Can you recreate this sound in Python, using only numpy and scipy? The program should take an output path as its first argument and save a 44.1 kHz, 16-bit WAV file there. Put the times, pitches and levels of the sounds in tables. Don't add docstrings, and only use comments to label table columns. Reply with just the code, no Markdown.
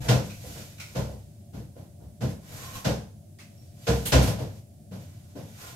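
import sys
import numpy as np
from scipy import signal
from scipy.fft import rfft, irfft
from scipy.io import wavfile

SR = 44100
rng = np.random.default_rng(int(sys.argv[2]) if len(sys.argv) > 2 else 0)


def master(y):
    cut = np.clip(np.atleast_2d(y).T, -1, 1)
    pcm = np.round(cut * 32767)
    wavfile.write(sys.argv[1], SR, pcm.astype(np.int16))


N = 253686

# frequency in Hz, correlation.
COHERENCE = [(60, 0.99), (200, 0.94), (400, 0.51), (700, 0.49), (1300, 0), (15000, 0.00096)]
# frequency in Hz, relative level in dB, t60 in seconds.
COUNTER_MODES = [(65.9, 4.5, 0.41), (103.56, -5.5, 0.54), (127.4, 4.5, 0.34), (168.84, -7.5, 0.56),
                 (205.4, -10, 0.62), (263.1, -11.5, 0.23), (300, -14.5, 0.42), (499, -7, 0.21),
                 (546.7, -9, 0.44), (627.5, -4.5, 0.23), (693, -9.5, 0.23), (870, -26.5, 0.55),
                 (1021, -14.5, 0.42), (1432, -13.5, 0.27), (2750, -31, 0.12)]


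def amp(db):
    return 10 ** (np.asarray(db) / 20)


def unit(x):
    return x / np.sqrt(np.mean(x ** 2) + 1e-20)


def read(points, hz):
    f, value = np.transpose(points)
    return np.interp(np.log(hz + 1), np.log(f + 1), value)


def add(mix, s, sound):
    part = mix[:, max(round(s * SR), 0):][:, :sound.shape[1]]
    part += sound[:, :part.shape[1]]


def colour(x, gain):
    hz = np.fft.rfftfreq(x.shape[-1], 1 / SR)
    return irfft(rfft(x) * gain(hz), x.shape[-1])


def peak(f, hz, width):
    return 1 / (1 + 2j * (f - hz) / width)


def decay(t, t60):
    return np.exp(-np.log(1000) * t / t60)


def at_level(x, db):
    head = x[:, :round(0.06 * SR)]
    return x * amp(db) / np.sqrt(np.mean(head ** 2) + 1e-20)


def correlation(f):
    return np.clip(read(COHERENCE, f), -1, 1)


def diffuse(size):
    a, b = rng.standard_normal((2, size))
    mid = colour(a, lambda f: np.sqrt((1 + correlation(f)) / 2))
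    side = colour(b, lambda f: np.sqrt((1 - correlation(f)) / 2))
    return np.array([mid + side, mid - side])


def kitchen(first_db=13, spread_s=0.022, count=9):
    # frequency in Hz, t60 in seconds.
    reverberation = [(60, 0.21), (200, 0.41), (600, 0.36), (1500, 0.39), (4000, 0.39), (8000, 0.43),
                     (14000, 0.43)]
    tail = diffuse(size=32768)
    for channel in tail:
        at = (rng.random(count) * spread_s * SR).astype(int) + 40
        channel[at] += amp(first_db) * rng.uniform(-0.51, 0.89, count)
    hz, t, bands = signal.stft(tail, SR, nperseg=256)
    bands = bands * amp(-60 * t / read(reverberation, hz)[:, None])
    return signal.istft(bands, SR, nperseg=256)[1]


def room_air():
    # frequency in Hz, relative level in dB.
    air = [(15, -78), (25, -64), (44, -36), (102, 2.5), (129, -3.5), (210, -28), (290, -15), (401, -21.5),
           (459, -39), (585, -27), (688, -42.5), (877, -45.5), (3660, -41), (9400, -36), (15700, -44)]
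    level_db = -51
    return amp(level_db) * unit(colour(diffuse(size=N), lambda f: amp(read(air, f))))


def appliance_hum():
    # frequency in Hz, half-width in Hz at which the level is 6 dB down, level in dB.
    hum = [(93.1, 11, -52), (153.3, 6.7, -55.5), (201.8, 24.6, -56.5), (592.4, 18.6, -66.5), (672, 55, -67)]
    drive = diffuse(size=N)
    out = 0
    for hz, half_width, db in hum:
        out = out + amp(db) * unit(colour(drive, lambda f: peak(f, hz, 2 * half_width) ** 2))
    return out


def speed(t, swell, hold, fade):
    start = np.sin(np.pi / 2 * np.clip(t / swell, 0, 1)) ** 2
    return start * np.exp(-np.maximum(t - swell - hold, 0) / fade)


def slides(grains_per_s=900, grain_db=3.5, hiss_db=2, wall_db=0, rumble_db=-5, dull_hz=750, damping=1.5):
    # frequency in Hz, relative level in dB.
    grit = [(1180, -43), (2000, -1.5), (2420, -2.5), (2850, -1), (3750, 0), (4200, 0), (6740, 1),
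            (9850, -5.5), (12400, -0.5), (15700, -18)]
    # frequency in Hz, half-power width in Hz, relative level in dB.
    pot_wall = [(546, 360, 5), (1047, 20, 9), (1480, 380, 4.5), (2340, 210, -13)]
    # start, swell, hold and fade time
    # constant in seconds, then relative levels of gritty hiss, pot wall and counter rumble in dB.
    pushes = [(0.0, 0.0083, 0.13, 0.081, -49, -48.5, -32), (0.214, .05, 0.087, 0.23, -54, -70, -43),
              (0.345, 0.16, 0.036, .22, -49, -56.5, -50), (0.833, 0.096, 0.077, 0.16, -56.5, -61, -58),
              (2.357, .3, 0.13, 0.071, -47, -48.5, -43.5), (3.46, 0.088, 0.29, 0.11, -68, -77, -60),
              (3.723, 0.24, 0.2, .06, -49.5, -57, -47), (4.46, 0.075, 0.06, 0.035, -62.5, -72, -60),
              (4.986, 0.016, 0.09, 0.36, -63, -66, -73), (5.33, 0.18, 0.17, 0.066, -59, -63, -70),
              (5.535, .12, 0.018, 0.099, -50, -50, -52)]
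    uneven_db, uneven_hz = 1.0, 26

    t = np.arange(N) / SR
    waver = unit(colour(rng.standard_normal(N), lambda f: np.exp(-(f / uneven_hz) ** 2)))
    pressure = amp(uneven_db * waver)
    sizes = rng.choice([-1, 1], N) * amp(grain_db * np.minimum(rng.exponential(1, N), 4))
    grains = pressure * sizes * (rng.random(N) < grains_per_s / SR)
    rub = signal.fftconvolve(grains[None], kitchen(), axes=1)[:, :N]

    def wall_gain(f):
        return np.sqrt(sum(abs(amp(db) * peak(f, hz, width)) ** 2 for hz, width, db in pot_wall))

    def rumble_gain(f):
        modes = sum(amp(db) * peak(f, hz, damping * np.log(1000) / np.pi / t60)
                    for hz, db, t60 in COUNTER_MODES)
        return modes / (1 + (f / dull_hz) ** 4)

    hiss = amp(hiss_db) * unit(colour(rub, lambda f: amp(read(grit, f))))
    wall = amp(wall_db) * unit(colour(rub, wall_gain))
    rumble = amp(rumble_db) * unit(colour(rub, rumble_gain))
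    power = 0
    for s, swell, hold, fade, *levels in pushes:
        power = power + (amp(levels)[:, None] * speed(t - s, swell, hold, fade)) ** 2
    return sum(sound * level for sound, level in zip([hiss, wall, rumble], np.sqrt(power)))


def squeak(length, db, hz, sharpness=40):
    t = np.arange(0, length, 1 / SR)
    drive = rng.standard_normal(len(t)) * np.sin(np.pi * t / length)
    rub = signal.fftconvolve(drive[None], kitchen(), axes=1)
    ring = colour(rub, lambda f: peak(f, hz, 2 * hz / sharpness) ** 2)
    return amp(db) * ring / np.sqrt((ring ** 2).mean(0).sum() / len(t))


def clink(db, ring_hz, tick_db, rise_s=0.0035):
    # multiple of the ring pitch, half-power width in Hz, relative level in dB.
    modes = [(0.614, 70, -2), (.92, 170, -12), (1.0, 240, 0.5), (1.582, 350, -12), (2.215, 400, -12)]

    def gain(f):
        ring = sum(amp(level) * peak(f, ratio * ring_hz, width) for ratio, width, level in modes)
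        tick = amp(tick_db) * abs(peak(f, 4700, 5100)) * f ** 2 / (f ** 2 + 1000 ** 2)
        return abs(ring) + tick

    answer = np.pad(kitchen(), ((0, 0), (0, 32768)))
    onset = 1 - np.exp(-np.arange(SR // 2) / SR / rise_s)
    return at_level(onset * colour(answer, gain)[:, :SR // 2], db)


def snap(db, dull):
    # frequency in Hz, relative level in dB if bright, the same if dull.
    plastic = [(101.3, 19, 11), (450, -2, 0), (1200, -7.5, 1), (2200, -7, 6.5), (3200, 0.5, -1.5),
               (5440, -9, 4), (8500, -2, -6), (12900, -1.5, -7), (15100, -10, -21)]
    rise_s, fade_db_per_s = 0.0077, 55
    hz, bright_db, dull_db = np.transpose(plastic)
    spectrum = np.transpose([hz, bright_db + np.clip(dull, 0, 1) * (dull_db - bright_db)])
    click = colour(kitchen(), lambda f: amp(read(spectrum, f)) * f / (f + 60))
    t = np.arange(click.shape[1]) / SR
    return at_level(click * (1 - np.exp(-t / rise_s)) * amp(-fade_db_per_s * t), db)


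def hollow(db, hz, t60, swell_s=0.019, lag_s=0.000079):
    t = np.arange(SR) / SR
    wave = np.sin(2 * np.pi * hz * (t + np.array([[0], [lag_s]])))
    return amp(db) * wave * (1 - np.exp(-t / swell_s)) * decay(t, t60)


def counter(crack_db, boom_db, thud_db, body_db, top_db, ring_db=1, swell_s=0.043, detune=0.0039):
    force = [(70, boom_db), (100, thud_db), (300, thud_db), (450, body_db), (800, body_db), (1400, crack_db)]
    t, out = np.arange(SR) / SR, 0
    for hz, db, t60 in COUNTER_MODES:
        phase = np.arccos(correlation(hz)) * rng.choice([-0.5, 0.5]) * np.array([[1], [-1]])
        mode_hz = hz * (1 + detune * rng.uniform(-0.74, 1))
        wave = np.sin(2 * np.pi * mode_hz * t + phase)
        build = 1 - np.exp(-(t / (swell_s * np.sqrt(124 / hz))) ** 2)
        out = out + amp(db + ring_db + read(force, hz)) * wave * build * decay(t, t60)
    return out


def contact(crack_db, boom_db, thud_db, body_db, top_db, hard_rise_s=0.0026, give=0.51):
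    # frequency in Hz, relative level in dB.
    spectrum = [(40, -21), (65, 11), (200, 0.5), (370, -7), (480, 3.5), (700, -2.5), (1000, -10.5),
                (1220, -10), (1480, -4.5), (2000, -8.5), (2700, -7.5), (6000, -10), (10000, -23.5),
                (12500, -16.5), (15500, -35.5)]
    answer = colour(kitchen(), lambda f: amp(read(spectrum, f)))
    t, out = np.arange(answer.shape[1]) / SR, 0
    touch_s = hard_rise_s * amp(-give * crack_db)
    # band edges in Hz, level in dB, rise time constant in seconds.
    parts = [(56.3, 109, boom_db - 24.0, 0.0067), (88.0, 313, thud_db - 9.5, 0.067),
             (330, 1024, body_db - 10.0, 0.038), (1004, 9200, crack_db - 10.5, touch_s),
             (9460, 19300, top_db - 12, touch_s)]
    for low, high, db, rise_s in parts:
        band_pass = signal.butter(4, [low, high], "band", fs=SR, output="sos")
        band = signal.sosfilt(band_pass, answer)
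        out = out + at_level(band * (1 - np.exp(-t / rise_s)) ** 0.98, db)
    return out * np.clip((t[-1] - t) * 10, 0, 1)


def knock(strength_db, hard_db, weight_db, body_db):
    crack_db = strength_db + hard_db
    top_db = -22.5 + 0.64 * crack_db
    blow = crack_db, strength_db + weight_db, strength_db, strength_db + body_db, top_db
    return contact(*blow), counter(*blow)


def scene():
    # start in seconds, level in dB, ring pitch in Hz, tick in dB.
    clinks = [(0.297, -49.5, 2530, -12), (0.78, -53.5, 2500, -24), (0.797, -42.5, 2360, -11),
              (3.385, -53.5, 2090, -10), (3.398, -55.5, 2570, -8)]
    # start in seconds, level in dB, frequency in Hz, t60 in seconds.
    hollows = [(0.087, -3, 125, 0.18), (2.223, -13.5, 127.3, 0.25), (2.858, -17, 129.4, 0.12),
               (2.858, -18.5, 201.2, 0.17), (3.873, -17, 464.4, 0.4), (4.125, -17, 271.4, 0.35),
               (4.27, -14, 132, 0.16), (4.912, -27, 186.4, 0.23), (5.349, -27, 280, 0.14),
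               (5.355, -32.5, 393, 0.12)]
    # start in seconds, level in dB, dullness from 0 (bright) to 1 (mid-range).
    snaps = [(2.29, -53, 0.61), (4.053, -30.5, 0.17), (4.219, -34, 0.63), (4.268, -39.5, .6)]
    # start and length in seconds, level in dB, frequency in Hz.
    squeaks = [(2.54, 0.29, -51.5, 1065), (3.54, 0.087, -67, 5500), (5.577, .14, -57.5, 1416)]
    # hard crack, deep boom and pot body in dB.
    knocks = [(0.041, -32, -24, -14, -5), (0.082, -16.5, -1.5, -8, -2), (0.425, -37, -19, -0.5, -5),
              (0.549, -41.5, -0.5, -17, -1), (0.948, -24, -7.5, -2.5, -3), (1.069, -40, -40, 3.5, 2),
              (1.528, -33.5, -14, -1.5, -9), (1.753, -40.5, -14, -7, -3), (1.993, -41.5, -20.5, 4.5, -9),
              (2.205, -24.5, -10, -6, -4.5), (2.843, -20, -3.5, -5, -2.5), (3.867, -18.5, -3.5, 1.5, -2),
              (4.119, -13.5, -0.5, 6.5, -1), (4.156, -25, -3, 6, 0), (4.263, -24, -6, -3, -4),
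              (4.379, -28, -10.5, -7, -3.5), (4.909, -37, -8.5, -24, -4), (5.35, -37.5, -8, -22, -0.5)]

    mix = room_air() + appliance_hum() + slides()
    for table, source in [(squeaks, squeak), (clinks, clink), (snaps, snap), (hollows, hollow)]:
        for s, *settings in table:
            add(mix, s, source(*settings))
    for s, *settings in knocks:
        for sound in knock(*settings):
            add(mix, s, sound)
    return mix


def record(dry):
    # frequency in Hz, left minus right in dB.
    balance = [(60, -0.5), (300, 3.5), (700, -3), (1300, -2), (4000, -1.5), (8000, -1), (12500, -6)]
    edge_hz = 15800
    heard = colour(dry, lambda f: amp(read(balance, f) * np.array([[0.5], [-0.5]])))
    low_pass = signal.firwin(511, edge_hz, window=("kaiser", 9), fs=SR)
    return signal.oaconvolve(heard, low_pass[None], "same")


dry = scene()
out = record(dry)
master(out)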